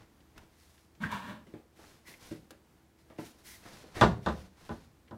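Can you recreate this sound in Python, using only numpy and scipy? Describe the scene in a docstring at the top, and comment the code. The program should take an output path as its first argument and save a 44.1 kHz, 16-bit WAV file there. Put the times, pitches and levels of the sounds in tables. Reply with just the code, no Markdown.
"""Scrape and knocks in a small kitchen

One microphone at the counter, beside a steel bowl of fish, over room air and a faint appliance hum.
A wooden leg, like a stool's, sticks and slips across the floor, rasping and juddering.
Soft steps thud, clothes swish and small things tick. Then hollow wood takes four knocks
and rings: the first hard, the others ever lighter."""
import sys
import numpy as np
from scipy import signal
from scipy.fft import rfft, irfft, next_fast_len
from scipy.io import wavfile
from scipy.ndimage import uniform_filter1d, map_coordinates

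SR = 44100
rng = np.random.default_rng(int(sys.argv[2]) if len(sys.argv) > 2 else 0)


def generate_wav(signal):
    """Clip the signal to [-1, 1] and save it as 16-bit WAV at the path in sys.argv[1]."""
    frames = np.transpose(np.atleast_2d(signal))
    scaled = np.clip(frames, -1, 1) * 32767
    pcm = np.round(scaled).astype(np.int16)
    wavfile.write(sys.argv[1], SR, pcm)


N = 228173
T = np.arange(N) / SR
AGE = T[:SR]  # seconds since a contact


def amp(db):
    """Decibels to gain."""
    return 10 ** (np.asarray(db) / 20)


def unit(x):
    """Scaled to rms 1."""
    return x / np.sqrt(np.mean(x ** 2) + 1e-20)


def burst(x, length_s):
    """Scaled to the energy of rms 1 held for length_s."""
    return x / np.sqrt(np.sum(x ** 2) / (length_s * SR) + 1e-20)


def along(points, hz):
    """A curve of (Hz, value) points, read on a log frequency axis."""
    freqs, values = np.transpose(points)
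    return np.interp(np.log(hz + 1), np.log(freqs + 1), values)


def wobble(rate):
    """A smooth random curve, rate knots a second."""
    return map_coordinates(rng.standard_normal(int(N * rate / SR) + 4), [T * rate])


def add(track, start_s, sound):
    """Mix a sound into the track at start_s."""
    part = track[max(round(start_s * SR), 0):][:len(sound)]
    part += sound[:len(part)]


def filtered(x, response):
    """x through a frequency response."""
    size = next_fast_len(len(x) + SR // 4)
    return irfft(rfft(x, size) * response(np.fft.rfftfreq(size, 1 / SR)), size)[:len(x)]


def coloured(x, gain):
    """Minimum-phase filter with the given gain curve: nothing sounds ahead of an attack."""
    size = 4096
    gains = np.maximum(gain(np.fft.rfftfreq(size, 1 / SR)), 1e-6)
    cepstrum = irfft(np.log(gains))
    cepstrum[1:size // 2] *= 2
    cepstrum[size // 2 + 1:] = 0
    return signal.fftconvolve(x, irfft(np.exp(rfft(cepstrum))))[:len(x)]


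def softened(x, cut_hz):
    """A soft contact passes little above its cut-off."""
    return filtered(x, lambda f: 1 / (1 + 1j * np.sqrt(2) * f / cut_hz - (f / cut_hz) ** 2))


def resonant(x, peaks):
    """x through resonances of alternating sign, each (pitch_hz, width_hz, gain_db)."""
    return filtered(x, lambda f: sum(
        (-1) ** k * amp(db) * 1j * f * width / (hz * hz - f * f + 1j * f * width)
        for k, (hz, width, db) in enumerate(peaks)))


def ring(modes, t60, rise_cycles, scatter_db):
    """Modes swell and decay, struck at new strengths; t60 holds at 500 Hz, higher ones die sooner."""
    hz, db = np.transpose(modes)[:, :, None]
    phase = rng.uniform(0, 2 * np.pi, hz.shape)
    life_s = t60 * (hz / 500) ** -.24
    level = amp(db + scatter_db * rng.standard_normal(hz.shape) - 60 * AGE / life_s)
    swell = 1 - np.exp(-AGE * hz / rise_cycles)
    return np.sum(level * swell * np.sin(2 * np.pi * hz * AGE + phase), axis=0)


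def puff(hold_s, t60):
    """Noise that holds for a moment, then dies."""
    return rng.standard_normal(SR) * amp(-60 * np.maximum(AGE - hold_s, 0) / t60)


def impact(rebound_s, rebound_db):
    """A sharp push and its rebound."""
    push = np.zeros(SR)
    push[0] = 1
    push[round(rebound_s * SR)] -= amp(rebound_db)
    return push


def room(x, wet_db):
    """The direct sound and the kitchen's reverberation, in which the bass lingers longest."""
    # decay of the kitchen: frequency_hz, t60_s
    decay = [(80, 0.74), (250, 0.55), (1000, 0.28), (4000, 0.29), (12000, 0.32)]
    hz, t, spectra = signal.stft(rng.standard_normal(SR), SR, nperseg=256)
    fade = amp(-60 * t / along(decay, hz)[:, None])
    tail = signal.istft(spectra * fade, SR, nperseg=256)[1][:SR]
    tail *= 1 - np.exp(-AGE / 0.00067)
    return x + amp(wet_db) * signal.fftconvolve(x, tail / np.linalg.norm(tail))[:len(x)]


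def clicks(rows, t60, wet_db):
    """Brief contacts in the room, each a puff of noise in its own band."""
    out = np.zeros(N)
    for start_s, db, centre_hz, octaves in rows:
        def band(f):
            return (1 + (np.log2((f + 1) / centre_hz) / octaves) ** 2) ** -1.5 / np.hypot(1, f / 12000)
        click = burst(coloured(puff(hold_s=0, t60=t60), band), length_s=.004)
        add(out, start_s, amp(db) * room(click, wet_db))
    return out


def background():
    """Room tone: still air and a slightly unsteady appliance hum."""
    # spectrum of the air: frequency_hz, density_db
    air_spectrum = [(15, -49), (25, -42.5), (53, -4.5), (102, -10), (137, -8), (174, -10.5), (333, -12.5),
                    (604, -20), (729, -19), (1280, -24), (1590, -25), (2150, -27.5), (2660, -30),
                    (15800, -38.5)]
    # tones of the appliance: pitch_hz, relative_db
    tones = [(75.4, -75), (328.4, -78.5)]
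    air = unit(filtered(rng.standard_normal(N), lambda f: amp(along(air_spectrum, f))))
    hum = sum(amp(db) * np.sqrt(2) * np.sin(2 * np.pi * hz * T + .6 * wobble(8.9)) for hz, db in tones)
    return amp(-65 + 1.4 * wobble(8.4)) * air + amp(3) * hum


def ticks():
    """A few clear little contacts about the kitchen, and five faint ones at random moments."""
    # small hard contacts: start_s, level_db, centre_hz, width_octaves
    clear = [(.378, -49, 890, 2.6), (.779, -62, 1880, 1.1), (1.84, -55, 1440, .4), (2.139, -50, 2100, 0.47),
             (2.507, -47, 696, 4.1), (5.082, -61, 1800, 0.98)]
    faint = [(when * N / SR, -65.5, 2080 * 2 ** (pitch - .5), 1.1) for when, pitch in rng.random((5, 2))]
    return clicks(clear + faint, t60=0.042, wet_db=-10.5)


def cloth(tilt_db):
    """Fibres catch on each other in a grainy hiss, tilted by tilt_db an octave."""
    # spectrum of rubbing cloth: frequency_hz, density_db
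    spectrum = [(200, 4.5), (400, -0.5), (1200, -4), (2100, -7), (2900, -9), (4200, -8.5), (5600, -10),
                (7500, -15.5), (11000, -18), (15500, -26)]
    fibres = rng.standard_normal(N) * amp(4.8 * rng.standard_normal(N))
    return unit(filtered(fibres, lambda f: amp(along(spectrum, f) + tilt_db * np.log2((f + 300) / 4000))))


def stroke(start_s, length_s):
    """Envelope of a stroke of cloth: it gathers speed, crests near halfway, then dies away."""
    rise_s, crest_share, fall_db_per_s = .025, 0.52, 185.5
    age = T - start_s
    progress = np.clip(age / length_s, 0, 1)
    arch_db = -4.5 * (progress / crest_share - 1) ** 2
    return np.clip(age / rise_s, 0, 1) * amp(arch_db - fall_db_per_s * np.maximum(age - length_s, 0))


def clothes():
    """Cloth swishes over cloth; a quicker stroke is brighter, and its weave sings as it starts."""
    # strokes of cloth: start_s, length_s, level_db, tilt_db_per_octave
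    swishes = [(-.05, 0.084, -59, -2.5), (0.345, 0.081, -56, -3), (0.51, 0.33, -68.5, 3.5),
               (1.749, 0.22, -62, 1.5), (2.048, 0.093, -56.5, 4), (2.189, 0.16, -56.5, 2),
               (2.97, .03, -67.5, 1.5), (3.172, 0.13, -57, 3), (3.365, .04, -64, 3),
               (3.433, 0.12, -53, 5.5), (3.613, .21, -54.5, 0.5), (3.936, 0.096, -42, -1.5),
               (4.21, 0.24, -57, 0), (4.55, 0.29, -59.5, 0)]
    weave_hz, width_hz, glide_db_per_s = 2000, 310, 59
    weave = resonant(rng.standard_normal(N), [(weave_hz, width_hz, 0)])
    chafe = unit(softened(weave, 1.7 * weave_hz) * amp(3.8 * wobble(14)))
    strokes, motion = np.zeros(N), np.zeros(N)
    for start_s, length_s, db, tilt_db in swishes:
        level = amp(db) * stroke(start_s, length_s)
        sing = amp(-8 + 0.73 * tilt_db - glide_db_per_s * np.abs(T - start_s))
        strokes += level * (cloth(tilt_db) + sing * chafe)
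        motion += level
    stir = uniform_filter1d(motion, size=round(0.29 * SR))  # cloth stirs before and after a stroke
    rustle = amp(-9) * stir * cloth(tilt_db=-1)
    return room((strokes + rustle) * amp(1.2 * wobble(52)), wet_db=-12)


def steps():
    """Soft heels thud and soles click, more on a harder step; some spots of the floor ring more."""
    # footfalls: start_s, level_db, cutoff_hz, floor_ring_db
    footfalls = [(1.468, -44.5, 300, -14), (1.538, -43, 533, 2.5), (1.791, -53.5, 1220, -3.5),
                 (2.08, -48.5, 684, -9), (2.311, -40, 492, 5.5), (2.511, -55, 1760, -1),
                 (3.1, -51, 1200, -5), (3.185, -38, 900, 1), (3.654, -48, 1790, -6.5), (3.84, -48, 664, -3),
                 (3.966, -37.5, 1300, -12)]
    # modes of the floor: pitch_hz, level_db
    boards = [(112, -7), (160, -7), (230, -4), (310, 1), (342, -2.5), (430, -6), (585, -7.5)]
    out, soles = np.zeros(N), []
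    for start_s, db, cut_hz, ring_db in footfalls:
        scuff = burst(puff(hold_s=0.011, t60=0.032), 0.13)
        heel_then_sole = burst(impact(rebound_s=0.019, rebound_db=-3.5), 0.0028)
        tread = room(scuff + heel_then_sole, wet_db=2.5)
        thud = coloured(tread, lambda f: f ** 2 / (f ** 2 + 140 ** 2) / np.hypot(1, f / 1500))
        floor = amp(ring_db) * ring(boards, t60=0.15, rise_cycles=0.38, scatter_db=-1)
        add(out, start_s, amp(db) * softened(amp(3) * burst(thud, 0.011) + floor, cut_hz))
        click_db = db - 15.5 + 3 * np.log2(cut_hz / 1000)
        soles.append((start_s, click_db, 1900, 1.1))
    return out + clicks(soles, t60=0.03, wet_db=5.5)


def scrape():
    """A leg sticks and slips unevenly: its resonances rasp in separate surges and the frame shudders."""
    # course of the slide: time_s, rasp_db, shudder_db
    drag = [(1.001, -49, -37.5), (1.024, -38.5, -35.5), (1.05, -38.5, -33.5), (1.081, -51, -39),
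            (1.112, -38, -52), (1.125, -32.5, -42), (1.149, -36, -37), (1.21, -46, -51.5),
            (1.305, -41, -41.5), (1.39, -62.5, -54), (1.447, -65, -56)]
    # resonances of the leg: pitch_hz, width_hz, gain_db
    leg_modes = [(620, 59, -6.5), (1000, 100, 5.5), (1560, 120, -12.5), (1598, 20, 1), (1680, 83, -22.5),
                 (2170, 150, -8), (3194, 680, -31)]
    # spectrum of the grit: frequency_hz, density_db
    grit_spectrum = [(120, -19), (330, 7.5), (500, -2), (800, -1), (1500, 9), (2600, -8.5), (3700, -3.5),
                     (5000, -17), (8000, -42.5), (15000, -28.5)]
    # the leg catches and jumps: start_s, level_db, centre_hz, width_octaves
    jolts = [(1.036, -28, 1600, 0.35), (1.063, -37.5, 1690, 0.18), (1.116, -51.5, 4970, 2.1),
             (1.122, -31, 1003, 0.11)]
    times, *curves = np.transpose(drag)
    rasp, shudder = [amp(uniform_filter1d(np.interp(T, times, db, left=-90, right=-90), size=350))
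                     for db in curves]
    swing_hz = 212 * np.exp(0.15 * wobble(130))
    swings = np.cumsum(swing_hz) / SR
    releases = np.diff(np.floor(swings), prepend=0)  # one slip for each swing of the frame
    slips = unit(releases * amp(2 * rng.standard_normal(N)))
    friction = unit(slips + rng.standard_normal(N))
    leg = amp(-9) * unit(sum(resonant(friction, [mode]) * amp(3.3 * wobble(15.35)) for mode in leg_modes))
    grit = amp(-12) * unit(coloured(friction, lambda f: amp(along(grit_spectrum, f))))
    rumble = unit(softened(resonant(friction, [(63, 5.3, -1), (104, 44, -0.16)]), cut_hz=280))
    frame = unit(np.sin(2 * np.pi * swings) * amp(1.3 * wobble(60.16))) + amp(-8) * rumble
    rasping = room(rasp * (leg + grit), wet_db=-1)
    return rasping + amp(-2.5) * shudder * frame + clicks(jolts, t60=0.035, wet_db=-4)


def knocks():
    """Each blow cracks, lands, chatters, rebounds and leaves the hollow wood ringing."""
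    # blows on the wood: start_s, level_db, cutoff_hz, boom_db
    blows = [(4.013, -14, 3700, -4.5), (4.263, -27.5, 3500, 0), (4.693, -40.5, 2340, 4.5),
             (5.111, -48, 1700, 5.5)]
    # modes of the hollow wood: pitch_hz, level_db
    wood_modes = [(57.5, -0.5), (105, -1), (164, 3.5), (222, 4), (250, -8), (335, -0.5), (362, -2),
                  (422, -7), (489, -6.5), (585, -3.5), (643, -8.5), (695, -13), (817, -1.5), (906, -9.5),
                  (1008, 2.5), (1172, -1), (1278, -7), (1450, -6), (1503, -4.5), (1640, -9), (1832, -11.5),
                  (2750, -17.5), (3448, -12.5)]
    # spectrum of a blow's dense clatter: frequency_hz, density_db
    spectrum = [(35, -32), (75, 8.5), (150, 5), (400, -1.5), (900, -1.5), (1600, -8.5), (2300, -21),
                (3600, -17), (5000, -22.5), (8000, -24.5), (15000, -36.5)]
    blow_s, crack_lead_s, crack_hz = .03, .002, 3420
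    out, cracks = np.zeros(N), []
    for start_s, db, cut_hz, boom_db in blows:
        chatter = burst(puff(hold_s=0.028, t60=0.12), blow_s)
        landing = amp(-10) * burst(impact(rebound_s=.023, rebound_db=-12), blow_s)
        clatter = coloured(room(chatter + landing, wet_db=-7), lambda f: amp(along(spectrum, f)))
        wood = ring(wood_modes, t60=0.18, rise_cycles=3.7, scatter_db=-0.5)
        blow = amp(-0.5) * burst(clatter, blow_s) + amp(-2) * wood
        blow = coloured(blow, lambda f: amp(boom_db / (1 + (f / 400) ** 2)))  # bass shelf
        add(out, start_s, amp(db) * softened(blow, cut_hz))
        cracks.append((start_s - crack_lead_s, db - 14.5, crack_hz, 0.81))
    return out + clicks(cracks, t60=0.032, wet_db=-6.5)


def scene():
    """All sources at the one microphone on the counter."""
    return (knocks() + steps() + scrape() + ticks() + clothes() + background())[None]


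def record(dry):
    """The recorder keeps nothing above its band limit."""
    top_hz = 15850
    return np.array([filtered(channel, lambda f: 1 / (1 + (f / top_hz) ** 200)) for channel in dry])


dry = scene()
out = record(dry)
generate_wav(out)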